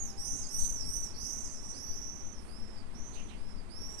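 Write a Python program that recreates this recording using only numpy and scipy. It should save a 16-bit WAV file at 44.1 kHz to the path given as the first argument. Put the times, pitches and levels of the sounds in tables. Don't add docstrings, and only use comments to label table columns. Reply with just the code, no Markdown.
import sys
import numpy as np
from scipy import signal
from scipy.fft import rfft, irfft
from scipy.io import wavfile

SR = 44100
rng = np.random.default_rng(int(sys.argv[2]) if len(sys.argv) > 2 else 0)


def wrap_up_sound(samples):
    columns = np.atleast_2d(samples).T
    tamed = np.clip(columns, -1, 1)
    steps = np.round(tamed * 32767).astype(np.int16)
    wavfile.write(sys.argv[1], SR, steps)


N = 176400
T = np.arange(N) / SR


def amp(db):
    return 10 ** (np.asarray(db) / 20)


def unit(x):
    return x / np.sqrt(np.mean(x ** 2) + 1e-20)


def phase_of(hz):
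    return 2 * np.pi * np.cumsum(hz) / SR


def add(mix, start_s, sound):
    at = round(start_s * SR)
    sound = sound[max(-at, 0):]
    part = mix[max(at, 0):][:len(sound)]
    part += sound[:len(part)]


def noise(spectrum):
    hz, db = np.transpose(spectrum)
    f = np.fft.rfftfreq(N, 1 / SR)
    gain = amp(np.interp(np.log(f + 1), np.log(hz), db))
    return irfft(rfft(rng.standard_normal(N)) * gain, N) * np.sqrt(SR / 2)


def drift(rate_hz, size):
    span = max(size, SR)
    f = np.fft.rfftfreq(span, 1 / SR)
    return unit(irfft(rfft(rng.standard_normal(span)) / (1 + (f / rate_hz) ** 4), span))[:size]


# frequency_hz, density_db_per_hz
TOWN_SPECTRUM = [(8, -72.3), (20, -74.3), (35, -64.2), (55, -71.1), (90, -72.4), (135, -80.3), (185, -77.4),
                 (218, -70.8), (255, -75.0), (300, -79.0), (400, -79.3), (500, -85), (900, -85.6),
                 (1400, -90.4), (2200, -93.8), (3200, -99.6), (4000, -100.5), (7000, -104.8), (9200, -99.2),
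                 (10500, -108.3), (13000, -122.2)]
# time_s, gain_db
TOWN_SWELL = [(0, 0), (1.2, 0), (2.2, -0.5), (2.8, 1), (4, 0)]
# time_s, level_db
FAR_TONE = [(0, -65), (.15, -56), (.4, -65), (.8, -72), (1.2, -87)]
def town():
    wash = noise(TOWN_SPECTRUM) * amp(np.interp(T, *np.transpose(TOWN_SWELL)) + .5 * drift(9.3, N))
    tone = np.sqrt(2) * np.sin(phase_of(792 + 4 * drift(21, N)))
    return wash + tone * amp(np.interp(T, *np.transpose(FAR_TONE)))


# frequency_hz, relative_db
HISS_SPECTRUM = [(5000, -35), (7800, -14), (9200, 0), (10500, -8), (13000, -25)]
def hiss(peak_s=2.47, half_width_s=.14, level_db=-60):
    return amp(level_db) * np.exp(-2 * ((T - peak_s) / half_width_s) ** 2) * unit(noise(HISS_SPECTRUM))


# frequency_hz, density_db_per_hz
COVERED_SPECTRUM = [(5, -48), (12, -47), (22, -58), (50, -63), (90, -71), (130, -79), (160, -76),
                    (300, -89), (500, -97), (900, -106), (2700, -112), (3500, -116), (8500, -119),
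                    (10000, -123), (13000, -124)]
# time_s, gain_db
GRIP_GAIN = [(0, 0.5), (.45, 2), (.6, 5.5), (.85, 6), (1.1, -1), (4, 2.5)]
# peak_s, level_db, half_width_s
HAND_BUMPS = [(0.351, -41, 0.026), (0.65, -54, 0.04), (0.858, -45, 0.04), (0.966, -53, .03),
              (1.474, -53, 0.063), (1.778, -46, 0.041), (2.137, -51.5, 0.033), (2.497, -54.5, 0.075),
              (2.96, -53, 0.07), (3.264, -46.5, 0.017), (3.48, -53, .04)]
# frequency_hz, relative_db
BUMP_SPECTRUM = [(20, -15), (110, -3), (170, -4), (300, -5.5), (450, -20.5), (800, -41), (2000, -72)]
def hand():
    floor = noise(COVERED_SPECTRUM)
    low = signal.sosfiltfilt(signal.butter(2, 600, fs=SR, output="sos"), floor)
    rumble = low * amp(np.interp(T, *np.transpose(GRIP_GAIN)) - 3.5 + 2.9 * drift(16, N))
    bumps = sum(amp(db) * np.exp(-2 * ((T - peak_s) / width_s) ** 2) for peak_s, db, width_s in HAND_BUMPS)
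    return floor - low + rumble + bumps * unit(noise(BUMP_SPECTRUM))


# delay_s, gain_db
WALL_ECHOES = [(.0023, -14.5), (.0061, -14), (0.0138, -16)]
def yard(sound, t60_s=.38, tail_db=-6):
    t = T[:SR // 2]
    response = rng.standard_normal(len(t)) * amp(-60 * t / t60_s) * np.minimum(t / .0066, 1)
    response *= amp(tail_db) / np.linalg.norm(response)
    for delay_s, gain_db in WALL_ECHOES:
        response[round(delay_s * rng.uniform(.8, 1.2) * SR)] += amp(gain_db)
    response[0] += 1
    return signal.fftconvolve(sound, response / np.linalg.norm(response))


# start_s, length_s, level_db, pitch_hz, overtone_step_db
CHIRP_NOTES = [(3.129, .039, -55, 4100, -7), (3.15, .085, -53, 2673, -11), (3.279, .047, -56.5, 3470, -12),
               (3.296, .066, -56, 2610, -11)]
def chirp(length_s, level_db, pitch_hz, overtone_step_db):
    t = np.arange(0, length_s, 1 / SR)
    phase = phase_of(pitch_hz * (1 + .129 * drift(687, len(t))))
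    voice = sum(amp(overtone_step_db * k) * np.sin((k + 1) * phase) for k in range(3))
    return amp(level_db) * unit(voice * np.sin(np.pi * t / length_s) ** .5)


def trilling(size, rate_hz=289, wander=.1605):
    call_hz = rate_hz * (1 + .08 * rng.uniform(-1, 1))
    return np.sin(phase_of(call_hz * (1 + wander * drift(29.3, size))))


def rasping(phase, rattle_hz, sidebands, jitter_hz=340):
    rattle = phase_of(rattle_hz + jitter_hz * drift(899, len(phase)))
    return unit(sum(amp(db) * np.sin(phase + k * rattle) for k, db in sidebands))


# rattle_multiple, relative_db
CRACK_SIDEBANDS = [(-1, -8), (1, 0), (2, -5)]
# start_s, length_s, level_db, pitch_hz, fall_hz, rattle_hz, rasp_db
VOICE_CRACKS = [ (.42, .055, -46.5, 5300, 700, 1700, -20), (.578, .1, -42, 6050, 0, 1780, 0),
                (.79, .075, -42.5, 5400, 450, 2700, -20), (1.132, .055, -53, 4420, 0, 1700, -16),
                (1.835, .11, -61, 4600, 0, 1700, -20), (2.33, .11, -56, 5500, 400, 1700, -20),
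                (2.757, .065, -55, 4780, 100, 1700, -20), (3.555, .07, -59, 4900, 250, 1700, -20),
                (3.983, .03, -41, 5480, 200, 2650, -13)]
def crack(length_s, level_db, pitch_hz, fall_hz, rattle_hz, rasp_db, swing_hz=200, jitter_hz=120):
    t = np.arange(0, length_s, 1 / SR)
    progress, n = t / length_s, len(t)
    trill = trilling(n)
    phase = phase_of(pitch_hz - fall_hz * progress + swing_hz * trill + jitter_hz * drift(500, n))
    voice = np.sqrt(2) * np.sin(phase) + amp(rasp_db) * rasping(phase, rattle_hz, CRACK_SIDEBANDS)
    stutter = (1 + .5 * trill) * amp(2 * drift(90, n))
    return amp(level_db) * unit(voice * stutter * np.abs(np.sin(np.pi * progress)) ** .5)


# rattle_multiple, relative_db
RASP_SIDEBANDS = [(-1, -14), (1, 0), (2, -4)]
# start_s, length_s, level_db, top_hz, sweep_hz, sweep_s,
# drop_hz, crest_fraction, octave_db, doubling_db, doubling_fraction, rasp_db, rasp_fraction, swing_hz
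SWIFT_SCREAMS = [ (-.25, .39, -36, 6590, 1300, .046, 1900, .6, -15, -26, .8, -22, .3, 210),
                 (.162, .37, -36, 6280, 1380, .068, 97, .26, -20, -10, .24, -15, .5, 170),
                 (.222, .23, -39.5, 5980, 1100, .055, 700, .4, -22, -13, .3, -9, .55, 230),
                 (.477, .385, -34.5, 6080, 1150, .052, 1280, .48, -19, -9, .24, -19, .62, 190),
                 (.518, .28, -41, 6120, 1300, .045, 500, .22, -12, -10, .2, -9, .3, 300),
                 (.832, .29, -34.5, 6077, 980, .085, 950, .36, -17, -8, .33, -14, .54, 170),
                 (1.14, .37, -38.5, 6050, 1150, .045, 1450, .42, -22, -19, .4, -16, .5, 250),
                 (1.183, .42, -38, 6350, 1600, .15, 596, .28, -19, -18, .25, -13, .49, 330),
                 (1.528, .33, -44.5, 6030, 1002, .13, 96, .5, -28, -15, .5, -15, .1, 310),
                 (1.732, .36, -40, 5870, 1750, .05, 308, .38, -18.5, -28, .5, -23, .6, 150),
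                 (1.904, .33, -43, 5950, 1300, .08, 400, .5, -26, -27, .5, -22, .73, 270),
                 (2.08, .35, -48, 6000, 600, .05, 850, .4, -28, -28, .5, -24, .6, 270),
                 (2.463, .34, -53, 5270, 1300, .045, 295, .3, -18, -16, .6, -18, .5, 190),
                 (2.925, .39, -49.5, 6130, 1350, .045, 200, .22, -30, -32, .2, -22, .42, 300),
                 (3.345, .26, -58, 5350, 1000, .08, 200, .55, -23, -25, .5, -18, .5, 220),
                 (3.685, .38, -43, 5650, 1500, .058, 350, .55, -21, -25, .7, -13, .55, 160)]
def scream(length_s, level_db, top_hz, sweep_hz, sweep_s, drop_hz, crest_fraction,
           octave_db, doubling_db, doubling_fraction, rasp_db, rasp_fraction, swing_hz):
    attack_s, release_s, drop_s, rasp_onset_s = .02, .018, .12, .028
    onset_db, end_db, throat_db_per_hz = -9, -11, .0033
    t = np.arange(0, length_s, 1 / SR)
    progress, n = t / length_s, len(t)
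    trill = trilling(n)
    sweep_left = np.exp(-t / sweep_s)
    below_top_hz = sweep_hz * sweep_left + drop_hz * np.maximum(1 - (length_s - t) / drop_s, 0) ** 1.4
    buzz_hz = swing_hz * (.8 + .2 * progress) * trill
    jitter_hz = 45 * drift(397, n) + 45 * drift(44.2, n)
    phase = phase_of(top_hz - below_top_hz + buzz_hz + jitter_hz)

    whistle = amp(-throat_db_per_hz * below_top_hz) * np.sin(phase)
    doubling = np.sin(1.5 * phase + phase_of(120 * drift(600, n)))
    doubling *= amp(doubling_db - 32 * np.abs(progress - doubling_fraction))
    octave = np.sin(2 * phase + phase_of(130 * drift(900, n)))
    octave *= amp(octave_db - 15 * (progress - crest_fraction))
    hoarse = drift(620, n) * np.sin(phase) + drift(620, n) * np.cos(phase)
    hoarse *= amp(-17 + 2 * sweep_left)
    rasp = amp(rasp_db) * rasping(phase, rattle_hz=1700, sidebands=RASP_SIDEBANDS)
    rasp *= (1 + np.tanh((t - rasp_fraction * length_s) / rasp_onset_s)) / 2
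    voice = np.sqrt(2) * (whistle + octave + doubling) + hoarse + rasp

    rise_db = onset_db * (1 - progress / crest_fraction) ** 2
    fall_db = end_db * np.abs((progress - crest_fraction) / (1 - crest_fraction)) ** 1.48
    swell_db = np.where(progress < crest_fraction, rise_db, fall_db)
    edges = np.minimum(np.minimum(t / attack_s, (length_s - t) / release_s), 1)
    flutter_db = (2.1 + 2.2 * progress ** 3) * drift(70, n)
    return voice * (1 + .35 * trill) * edges * amp(level_db + swell_db + flutter_db)


def birds(treble_cutoff_hz=11900, port_hz=9400, port_db=-5):
    calls = np.zeros(N)
    for voice, table in ((scream, SWIFT_SCREAMS), (crack, VOICE_CRACKS), (chirp, CHIRP_NOTES)):
        for start_s, *settings in table:
            add(calls, start_s, yard(voice(*settings)))
    dulled = signal.sosfilt(signal.butter(6, treble_cutoff_hz, fs=SR, output="sos"), calls)
    return dulled + amp(port_db) * signal.lfilter(*signal.iirpeak(port_hz, Q=5, fs=SR), dulled)


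def scene():
    return np.array([hand(), birds() + town() + hiss()])


def record(dry, cutoff_hz=13000):
    lowpass = signal.firwin(255, cutoff_hz, window=("kaiser", 9), fs=SR)
    return signal.oaconvolve(dry, lowpass[None], "same")


dry = scene()
out = record(dry)
wrap_up_sound(out)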